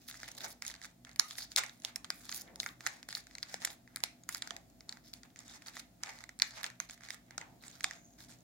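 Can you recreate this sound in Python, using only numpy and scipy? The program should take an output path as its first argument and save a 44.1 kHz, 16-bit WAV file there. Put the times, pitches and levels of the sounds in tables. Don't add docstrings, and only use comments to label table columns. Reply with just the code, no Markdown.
import sys
import numpy as np
from scipy import signal
from scipy.fft import rfft, irfft, next_fast_len
from scipy.io import wavfile
from scipy.ndimage import uniform_filter1d

SR = 44100
rng = np.random.default_rng(int(sys.argv[2]) if len(sys.argv) > 2 else 0)


def invert_db(x):
    u = np.asarray(x, float) / 20
    return 10 ** u


def wrap_up_sound(samples):
    columns = np.atleast_2d(samples).T
    tamed = np.clip(columns, -1, 1)
    steps = np.round(tamed * 32767).astype(np.int16)
    wavfile.write(sys.argv[1], SR, steps)


N = 371755

# freq_hz, likeness (0 to 1)
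ALIKENESS = [(60, 0.55), (290, 0.81), (640, 0.1), (1500, 0.085), (6000, .01)]
# start_s, peak_db, ring_hz, thud_db (re peak), edge_db (re peak)
LONG_CREASES = [(1.196, -7, 5110, -7.5, -6), (1.562, -12, 4170, -39, -3.5), (1.583, -22, 4480, -1, -6),
                (1.636, -25, 1880, 2.5, -4), (1.849, -18, 3540, -17, -11), (1.959, -21.5, 5550, -4.5, -2.5),
                (2.103, -18.5, 4940, -2.5, -8), (2.601, -18, 4020, -14, -44), (2.865, -14, 2000, -5.5, -36),
                (3.151, -21, 4340, -15, -29), (3.429, -22.5, 4630, -5.5, -11),
                (3.542, -20.5, 1970, -6.5, -29), (3.649, -15.5, 2060, -38, -1.5),
                (4.037, -11.5, 2120, -13, -6), (4.29, -23.5, 6900, 2, 1), (4.347, -23.5, 5000, -3.5, -4),
                (4.422, -21, 3360, -4, -23), (4.507, -24, 3200, -1.5, -38), (6.035, -21.5, 5540, -2, -14),
                (6.42, -7.5, 4600, -5, -15), (6.642, -20, 3500, 1, -50), (6.801, -20.5, 6100, -1.5, -9),
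                (7.38, -22, 1350, -11, -20), (7.843, -11, 2350, -8, -22)]


def rms_one(x):
    return x / np.sqrt(np.mean(x ** 2) + 1e-20)


def at_hz(points, hz):
    freq_hz, value = np.transpose(points)
    return np.interp(np.log(hz), np.log(freq_hz), value)


def band(x, low_hz, high_hz):
    return signal.sosfilt(signal.butter(2, [low_hz, min(high_hz, .45 * SR)], "band", fs=SR, output="sos"), x)


def resonance(x, hz, width_hz):
    r = np.exp(-np.pi * width_hz / SR)
    poles = [1, -2 * r * np.cos(2 * np.pi * hz / SR), r * r]
    return signal.lfilter([(1 - r * r) / 2, 0, (r * r - 1) / 2], poles, x)


def coloured(x, points):
    size = next_fast_len(N)
    hz = np.arange(1, size // 2 + 2) * SR / size
    return irfft(rfft(x, size) * invert_db(at_hz(points, hz)), size)[:, :N]


def drift(rate_hz):
    knots = rng.standard_normal(4000)
    return np.interp(np.arange(N) * rate_hz / SR, np.arange(len(knots)), knots)


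def stereo_bands(source, spectrum):
    edges_hz = 25 * 2 ** np.arange(0, 9.6, .5)
    for k, (low, high) in enumerate(zip(edges_hz, edges_hz[1:])):
        hz = np.sqrt(low * high)
        if hz > spectrum[0][0]:
            mid, side = band(source[k % 2], low, high)
            alike = at_hz(ALIKENESS, hz)
            pair = np.sqrt(1 + alike) * mid + np.sqrt(1 - alike) * side * [[1], [-1]]
            yield hz, invert_db(at_hz(spectrum, hz)) * pair


def room_tone():
    # freq_hz, density_db (per Hz)
    air_colour = [(30, -23), (48, -16.5), (85, -1.5), (160, -1), (300, 0), (430, -13), (720, -12),
                  (1000, -16.5), (2050, -21.5), (3000, -24.5), (4500, -25), (6800, -26.5), (9000, -38),
                  (16000, -20.5)]
    # freq_hz, width_hz, level_db (rms)
    motor_hum = [(52, 10, -70.5), (123.35, 9.9, -69), (179.6, 5, -71), (241.7, 17, -68), (591, 3.6, -86),
                 (657, 3.7, -83.5), (691, 8.7, -79)]
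    air_db = -61.5
    mid, side = rng.standard_normal((2, 1, N))
    mid = coloured(mid, [(hz, 10 * np.log10(1 + alike)) for hz, alike in ALIKENESS])
    side = coloured(side, [(hz, 10 * np.log10(1 - alike)) for hz, alike in ALIKENESS])
    air = coloured(mid + side * [[1], [-1]], air_colour)
    white = rng.standard_normal(N)
    hum = np.zeros(N)
    for hz, width_hz, db in motor_hum:
        hum += invert_db(db) * rms_one(resonance(resonance(white, hz, width_hz), hz, width_hz))
    return invert_db(air_db) * rms_one(air) * invert_db(1.5 * drift(2.4)) + hum


def wrists():
    # start_s, length_s, level_db
    drags = [
        (0.234, 0.41, -58.5),
        (2.287, 0.52, -59.5),
        (4.45, 0.23, -66),
        (7.42, 0.23, -70),
    ]
    effort = np.zeros(N)
    for s, length, db in drags:
        start, steps = int(s * SR), int(length * SR)
        effort[start:start + steps] += invert_db(db) * np.hanning(steps)
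    both, *own = rng.standard_normal((3, N))
    return effort * rms_one(band(both + 0.65 * np.array(own), 190, 920))


def sing():
    # start_s, length_s, pitch_hz,
    # width_hz, level_db
    sung_tones = [(1.195, 0.1, 1227, 90, -50.5), (1.385, 0.071, 4560, 1200, -43),
                  (3.092, 0.03, 4700, 900, -48), (3.153, 0.06, 4700, 900, -52),
                  (5.483, 0.065, 3640, 400, -54.5), (6.429, 0.19, 4740, 1300, -55),
                  (7.39, 0.17, 873, 199, -61), (7.605, 0.061, 4100, 614, -62),
                  (7.851, 0.036, 775, 99, -55), (7.917, 0.27, 6450, 800, -63.5),
                  (4.044, 0.086, 2426, 500, -57), (4.502, 0.1, 760, 120, -58.5),
                  (5.035, 0.09, 5220, 450, -63), (1.571, 0.026, 700, 200, -50)]
    stick_db, fade_db = 6, -5
    out = np.zeros((2, N))
    for s, length, hz, width_hz, db in sung_tones:
        start, steps = int(s * SR), int(length * SR)
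        grip = invert_db(stick_db * np.repeat(rng.standard_normal(SR // 200), 100))
        both, *own = rng.standard_normal((3, len(grip))) * grip
        scrape = (both + 0.69 * np.array(own))[:, :steps]
        tone = resonance(resonance(scrape, hz, width_hz), hz, width_hz)
        fade = invert_db(db + fade_db * np.arange(steps) / steps)
        out[:, start:start + steps] += fade * rms_one(tone) * np.hanning(steps) ** 0.25
    return out


def fibres():
    per_s, size_db, cycles = 800, 3, 7
    sizes = invert_db(size_db * np.minimum(rng.exponential(1, N), 4)) * (rng.random(N) < per_s / SR)
    dealt, sides_db = rng.integers(0, 10, N), rng.normal(0, 2.9, 10)
    out = np.zeros((2, N))
    for k, hz in enumerate(np.geomspace(1500, 7000, 10)):
        ring = resonance(sizes * (dealt == k) + 1e-18, hz, 1.9 * hz / cycles)
        out += ring * invert_db([[sides_db[k]], [-sides_db[k]]]) / np.sqrt(hz)
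    return rms_one(out)


def strokes():
    # start_s, length_s, level_db, brightness_db
    slides = [(0.115, 0.062, -54.5, 4), (0.175, 0.14, -56.5, -5), (0.307, 0.18, -62.5, 3),
              (0.398, 0.064, -47, -1.5), (0.471, 0.059, -55, 10), (0.615, 0.11, -53.5, -0.5),
              (0.819, 0.045, -54.5, -3), (1.045, 0.086, -66.5, -12.5), (1.361, 0.088, -46.5, 4),
              (1.498, 0.041, -55.5, 0), (1.821, 0.085, -55.5, -4.5), (2.194, 0.17, -56, 0.5),
              (2.794, 0.17, -59.5, -6.5), (2.93, 0.078, -60.5, -6), (3.079, 0.13, -50.5, 0),
              (3.256, 0.26, -66, -5.5), (3.48, 0.1, -54, -3.5), (4.282, 0.11, -50.5, 5),
              (4.418, 0.13, -61.5, -9), (5.36, 0.079, -64, -7), (5.447, 0.13, -56.5, -4),
              (5.6, 0.1, -65, -9), (5.725, 0.08, -49, 1), (6.5, 0.12, -57, -10.5),
              (6.999, 0.094, -60, -9.5), (7.085, 0.066, -48.5, -3.5), (7.247, 0.11, -82, -17.5),
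              (7.45, 0.077, -89, -23), (2.3, 0.12, -50, 8), (7.735, 0.23, -64.5, -2.5)]
    # start_s, length_s, level_db, brightness_db
    settles = [(0, 0.2, -66, 2.5), (0.077, 0.033, -48, 12), (0.725, 0.19, -70, -9), (1.205, 0.13, -61.5, 3),
               (1.279, 0.093, -52, 0), (1.57, 0.025, -25.5, -3), (1.597, 0.25, -68, 7),
               (3.7, 0.051, -60.5, 9), (2.446, 0.08, -85.5, -26), (2.586, 0.15, -62, 10.5),
               (3.597, 0.14, -53.5, -6.5), (3.873, 0.34, -82.5, -15), (4.88, 0.12, -66, -7),
               (5.138, 0.062, -63, -0.5), (5.658, 0.067, -56, 0.5), (6.03, 0.11, -58.5, -10.5),
               (6.13, 0.12, -62, -8.5), (6.43, 0.086, -63, 7.5), (6.626, 0.05, -46, -5.5),
               (6.809, 0.047, -54.5, 4), (6.887, 0.061, -54.5, -0.5), (7.39, 0.068, -76, -22),
               (7.614, 0.16, -59, -3.5), (7.877, 0.13, -62.5, -9.5), (8.177, 0.095, -59.5, -0.5),
               (8.281, 0.08, -56.5, 0)]
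    # start_s, length_s, level_db, brightness_db
    scuffs = [(0.21, .012, -49, 6), (0.275, 0.013, -48, 3), (0.311, 0.01, -48, 12), (0.348, 0.0086, -51, 6),
              (0.376, 0.011, -40.5, 1), (0.43, 0.026, -56.5, -11), (2.205, 0.061, -72, 3),
              (6.544, 0.026, -60, 5), (6, 0.13, -69, -11), (6.95, 0.044, -73, -9), (5.4, .009, -51, 0),
              (4.8, .012, -64, -11.5), (5.2, 0.059, -78, 0), (2.13, 0.071, -61, 5), (7.04, 0.043, -62, 2),
              (5.035, 0.081, -67, 1), (5.233, 0.031, -64, -10)]
    lead_s, lead_db = .007, -36
    lead_ins = [(s - lead_s, lead_s, peak_db + lead_db, 0) for s, peak_db, *_ in LONG_CREASES]
    out = []
    for table, swell_db in ((slides, 6.5), (settles, -7), (scuffs, 0), (lead_ins, 6.5)):
        for s, length, db, bright in table:
            out.append((s, length, db, swell_db, -6 - 1.25 * bright, 0.82 * bright))
    return out


def rub():
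    # freq_hz, density_db (per Hz)
    paper_colour = [(400, -14.5), (900, -5), (1800, -2), (3000, -9), (4700, -3.5), (6200, -9.5),
                    (8000, -14.5), (16000, -5)]
    landing_db, landing_s, edge_s = 11, 0.0096, 0.001
    flutter_db, patchy_db, pan_db = 4, 3, -1.5
    grains_per_s, grain_db, grain_share_db = 400, 3, -1
    crackle_db, idle_crackle_db = -3, -81
    effort = np.zeros((3, N))
    for s, length, db, swell_db, low_db, bright_db in strokes():
        start, steps = int(s * SR), int(length * SR)
        along = np.arange(steps) / steps
        landing = landing_db * np.exp(-np.arange(steps) / (landing_s * SR))
        lift_off = 9 * along ** 5
        stroke_db = db + swell_db * (along - .5) - lift_off - landing
        effort[:, start:start + steps] += invert_db(stroke_db + np.array([[low_db], [0], [bright_db]]))
    soft = np.exp(-1 / (edge_s * SR))
    effort = signal.lfilter([1 - soft], [1, -soft], effort + 1e-18)
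    sizes = invert_db(grain_db * np.minimum(rng.exponential(1, N), 5)) * (rng.random(N) < grains_per_s / SR)
    grit = 1 + invert_db(grain_share_db) * rms_one(uniform_filter1d(sizes, size=30))
    zones = np.zeros((3, 2, N))
    for hz, pair in stereo_bands(grit * rng.standard_normal((2, 2, N)), paper_colour):
        zones[int(hz > 3000) + int(hz > 8000)] += pair * invert_db(patchy_db * drift(25))
    pressure = invert_db(flutter_db * drift(70) + np.array([[.5], [-.5]]) * pan_db)
    hiss = sum(gain * rms_one(zone) for gain, zone in zip(effort, zones))
    return pressure * hiss + invert_db(crackle_db) * (effort[1] + invert_db(idle_crackle_db)) * fibres()


def creases():
    # body_hz, left_right_db
    facets = [(1700, -5.5), (2090, 5), (2030, 1.5), (1950, 2), (900, -3), (2060, -4), (1340, 1), (2160, 1),
              (1510, -2), (1870, 2.5), (2110, -2), (900, -1.5), (1880, -3.5), (1300, -4), (1660, -4),
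              (1450, -4), (1850, -3), (820, -9.5), (2070, -0.5), (1900, -3.5), (1780, 1), (1795, -4.5),
              (1230, 1), (1800, -2.5)]
    # start_s, peak_db, ring_hz, thud_db (re peak), edge_db (re peak)
    buckles = [(0.622, -27, 5150, 2.5, -5), (0.665, -28, 6500, -25, -10), (0.679, -26, 5970, -35, -1),
               (1.16, -37.5, 4660, 1.5, 1), (1.309, -28, 3400, -7, -20), (1.384, -25.5, 1900, -37, -20),
               (2.045, -29, 3340, -2.5, -15), (2.293, -26.5, 3500, -3.5, -18), (2.316, -30, 6700, -4, -17),
               (2.325, -25.5, 4650, -3.5, -16), (2.558, -34.5, 5300, -6, -3),
               (2.662, -22.5, 1320, 2.5, -18), (2.871, -18.5, 2050, -3, -4), (3.088, -26, 1800, -27, -6),
               (3.127, -30, 4300, 1.5, -14), (3.352, -31, 4200, -2.5, -16), (3.383, -29, 2090, -28, -16),
               (3.96, -26, 4400, -1.5, 5), (4.474, -27, 1425, -30, -13.5), (4.565, -28.5, 2130, -9, -9),
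               (4.893, -26, 4100, -10, -23.5), (4.925, -31.5, 4230, -2.5, -16),
               (5.137, -30.5, 4300, -33, -1.5), (5.39, -34.5, 6770, -34, -21.5),
               (5.683, -32, 4580, -2, -15), (6.399, -26, 4500, -0.5, -14), (6.631, -30.5, 4470, 3.5, 3),
               (6.664, -33, 4010, -11.5, -18.5), (7.105, -21.5, 1644, -38, -21),
               (7.807, -28, 2000, -12, -27), (7.413, -34, 1550, 5.5, -22), (5.233, -40.5, 4380, 0.5, -25),
               (3.876, -45, 1600, 2, -27), (7.901, -42.5, 1700, -11, -30), (7.91, -29, 1700, 1, -19),
               (1.049, -36, 3480, -3.5, -19), (1.518, -33, 4660, -20, -22),
               (7.379, -28, 5720, -24.5, -20.5), (7.842, -18.5, 7400, -20, -30)]
    # start_s, peak_db
    body_ticks = [(0.142, -36.5), (0.232, -28), (0.462, -32), (1.093, -37.5), (1.641, -32), (3.17, -31),
                  (3.674, -27.5), (4.357, -33), (4.971, -39.5), (5.768, -29), (5.775, -35), (6.292, -32),
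                  (6.577, -35.5), (6.6, -39), (7.308, -37), (1.075, -49.5), (6.977, -45), (7.008, -43),
                  (7.021, -47), (2.207, -49), (2.64, -35), (0.154, -41), (6.566, -49), (6.538, -44),
                  (6.612, -35), (8.192, -50), (7.637, -38.5)]
    flap_ticks = [(0.099, -36), (0.241, -37), (0.279, -34), (0.288, -36), (0.65, -29.5), (0.7, -32.5),
                  (0.74, -33), (0.816, -35), (0.846, -31), (0.853, -33.5), (1.685, -41), (2.051, -39),
                  (2.266, -43), (2.631, -27), (2.807, -32.5), (3.029, -32.5), (3.269, -38), (3.97, -32.5),
                  (4.004, -37.5), (5.36, -36.5), (5.621, -37), (3.311, -41), (6.06, -34), (6.188, -39),
                  (6.206, -37.5), (6.239, -31.5), (6.701, -35.5), (6.897, -32), (7.035, -37),
                  (7.087, -33.5)]
    pleat_ticks = [(0.086, -33.5), (0.112, -32.5), (0.126, -41), (0.379, -35), (0.406, -32), (0.509, -47),
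                   (0.714, -35), (0.751, -40), (0.838, -36.5), (1.205, -30.5), (6.429, -30.5), (3.106, -35),
                   (5.303, -53.5), (0.762, -45), (0.826, -43), (5.04, -56), (5.046, -54), (5.06, -57),
                   (5.088, -56), (6.755, -57), (6.891, -44), (7.043, -45), (5.133, -39.5), (1.114, -44.5),
                   (1.354, -37.5), (1.695, -35.5), (2.477, -50.5), (2.689, -34), (3.1, -40), (3.11, -41.5),
                   (3.433, -33.5), (3.703, -35), (4.807, -40), (5.072, -51), (5.497, -43), (5.662, -38),
                   (5.743, -51), (5.796, -34), (6.508, -39.5), (7.051, -42), (8.204, -41)]
    tip_ticks = [(0.213, -46), (0.316, -34.5), (0.35, -41), (0.481, -41), (1.131, -50), (1.663, -34),
                 (1.775, -56), (1.8, -48), (1.82, -42), (1.836, -45), (2.61, -42), (3.24, -52),
                 (3.651, -18), (4.236, -43), (4.325, -45), (5.48, -39), (4.7, -52), (5.67, -38),
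                 (6.39, -36), (6.909, -33.5), (7.265, -59), (7.63, -61), (5.174, -53), (7.681, -36),
                 (7.713, -43.5), (7.754, -45.5), (7.831, -37), (8.136, -54), (8.248, -46), (8.387, -53),
                 (8.406, -54), (8.42, -62)]
    # ring_hz, thud_db (re peak), edge_db (re peak)
    parts = [
        (1550, -4, -13.5),
        (2023, -6, -13),
        (4080, -3, -16),
        (6600, -12, -15.5),
    ]
    # time_s, left_right_db
    fold_pan = [(0, 0), (0.65, -3.5), (1.196, -1.5), (1.57, -1), (2.1, -2.5), (2.86, -1.5), (4.04, 2),
                (6.42, -5), (7.38, -4), (8.43, -2)]
    pitch_scatter = 0.095
    small_body_hz = 1900
    small = list(buckles)
    for ticks, (hz, thud_db, edge_db) in zip((body_ticks, flap_ticks, pleat_ticks, tip_ticks), parts):
        for s, peak_db in ticks:
            ring_hz = hz * np.exp(pitch_scatter * rng.standard_normal())
            small.append((s, peak_db, ring_hz, thud_db, edge_db))
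    rows = [(*crease, *facet) for crease, facet in zip(LONG_CREASES, facets)]
    pan_s, pan_db = np.transpose(fold_pan)
    return rows + [(*row, small_body_hz, np.interp(row[0], pan_s, pan_db)) for row in small]


def snaps():
    burst_s, kick_s, spiky_db = 0.002, 0.00058, 4
    ring_width_hz, body_width_hz, broad_db = 600, 1100, -5
    shared = 0.55
    beam_db, push_db = -12, -1.5
    rows = creases()
    size = 512
    t = np.arange(size) / SR
    direct, scattered = np.zeros((2, 2, N + size))
    slips = rng.standard_normal((len(rows), 3, size))
    slips *= invert_db(spiky_db * rng.standard_normal((len(rows), 1, size)))
    attack = 1 - np.exp(-t / .0001)
    volley, kick = attack * np.exp(-t / burst_s), attack * np.exp(-t / kick_s)

    def levelled(x, db):
        return 4 * invert_db(db) * x / np.linalg.norm(x, axis=1, keepdims=True)

    for (s, peak_db, hz, thud_db, edge_db, body_hz, pan_db), (both, *own) in zip(rows, slips):
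        own = np.array(own)
        push = np.sqrt(shared) * both + np.sqrt(1 - shared) * own
        ring = levelled(resonance(kick * push, hz, ring_width_hz), peak_db)
        broad = levelled(band(volley * push, 2700, 6780), peak_db + broad_db)
        low_push = band(volley * (both + 0.048 * own), 0.55 * body_hz, 2600)
        thud = levelled(resonance(low_push, body_hz, body_width_hz), peak_db + thud_db)
        edge = levelled(band(volley * own, 7500, 15500), peak_db + edge_db)
        body_push = band(volley * own, 1000, 3000)
        body_push *= np.linalg.norm(thud) / np.linalg.norm(body_push)
        here = slice(int(s * SR), int(s * SR) + size)
        direct[:, here] += invert_db(np.array([[.5], [-.5]]) * pan_db) * (ring + broad + thud + edge)
        scattered[:, here] += invert_db(beam_db) * ring + invert_db(push_db) * body_push + broad + edge
    return direct[:, :N], scattered[:, :N]


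def room(x):
    # freq_hz, t60_s, level_db
    walls = [(458, 0.26, -22), (1300, 0.28, -14.5), (3260, 0.25, -15.5), (10000, 0.082, -40)]
    # delay_s, level_db
    echoes = [
        (.0085, -21),
        (0.021, -24),
    ]
    t = np.arange(SR // 3) / SR
    white = rng.standard_normal((2, len(t)))
    answer = np.zeros_like(white)
    onset = np.clip((t - .004) / 0.0006, 0, 1)
    for hz, t60, db in walls:
        tail = band(white, hz / 1.9, hz * 2.5) * invert_db(-60 * t / t60) * onset
        spread = np.mean(tail ** 2) * len(t) * 4.36 * hz / SR
        answer += invert_db(db) * tail / np.sqrt(spread + 1e-20) * .5
    for s, db in echoes:
        answer += invert_db(db) * white[::-1] * np.exp(-((t - s) / 0.0004) ** 2) / 4
    return signal.fftconvolve(x, answer, axes=1)[:, :N]


def scene():
    direct, scattered = snaps()
    hiss = rub() + sing()
    return direct + hiss + room(scattered + hiss) + room_tone() + wrists()


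def low_pass(x):
    return signal.sosfilt(signal.butter(12, 17020, fs=SR, output="sos"), x)


def record(dry):
    # freq_hz, gain_db
    housing = [(450, -4), (750, -0.5), (1000, -8.5), (2050, -5), (2900, -10.5), (3600, -4), (5300, -3),
               (5900, -4.5), (6900, 0), (7600, -0.5), (8200, -3.5), (10300, -1.5), (12000, -8),
               (14000, -10)]
    hiss_db = -74
    late = np.stack([dry[0], np.roll(dry[1], shift=2)])
    heard = coloured(late, housing) + invert_db(hiss_db) * rng.standard_normal((2, N))
    top = signal.cheby2(14, 28, 16100, fs=SR, output="sos")
    return low_pass(signal.sosfilt(top, heard))


dry = scene()
out = record(dry)
wrap_up_sound(out)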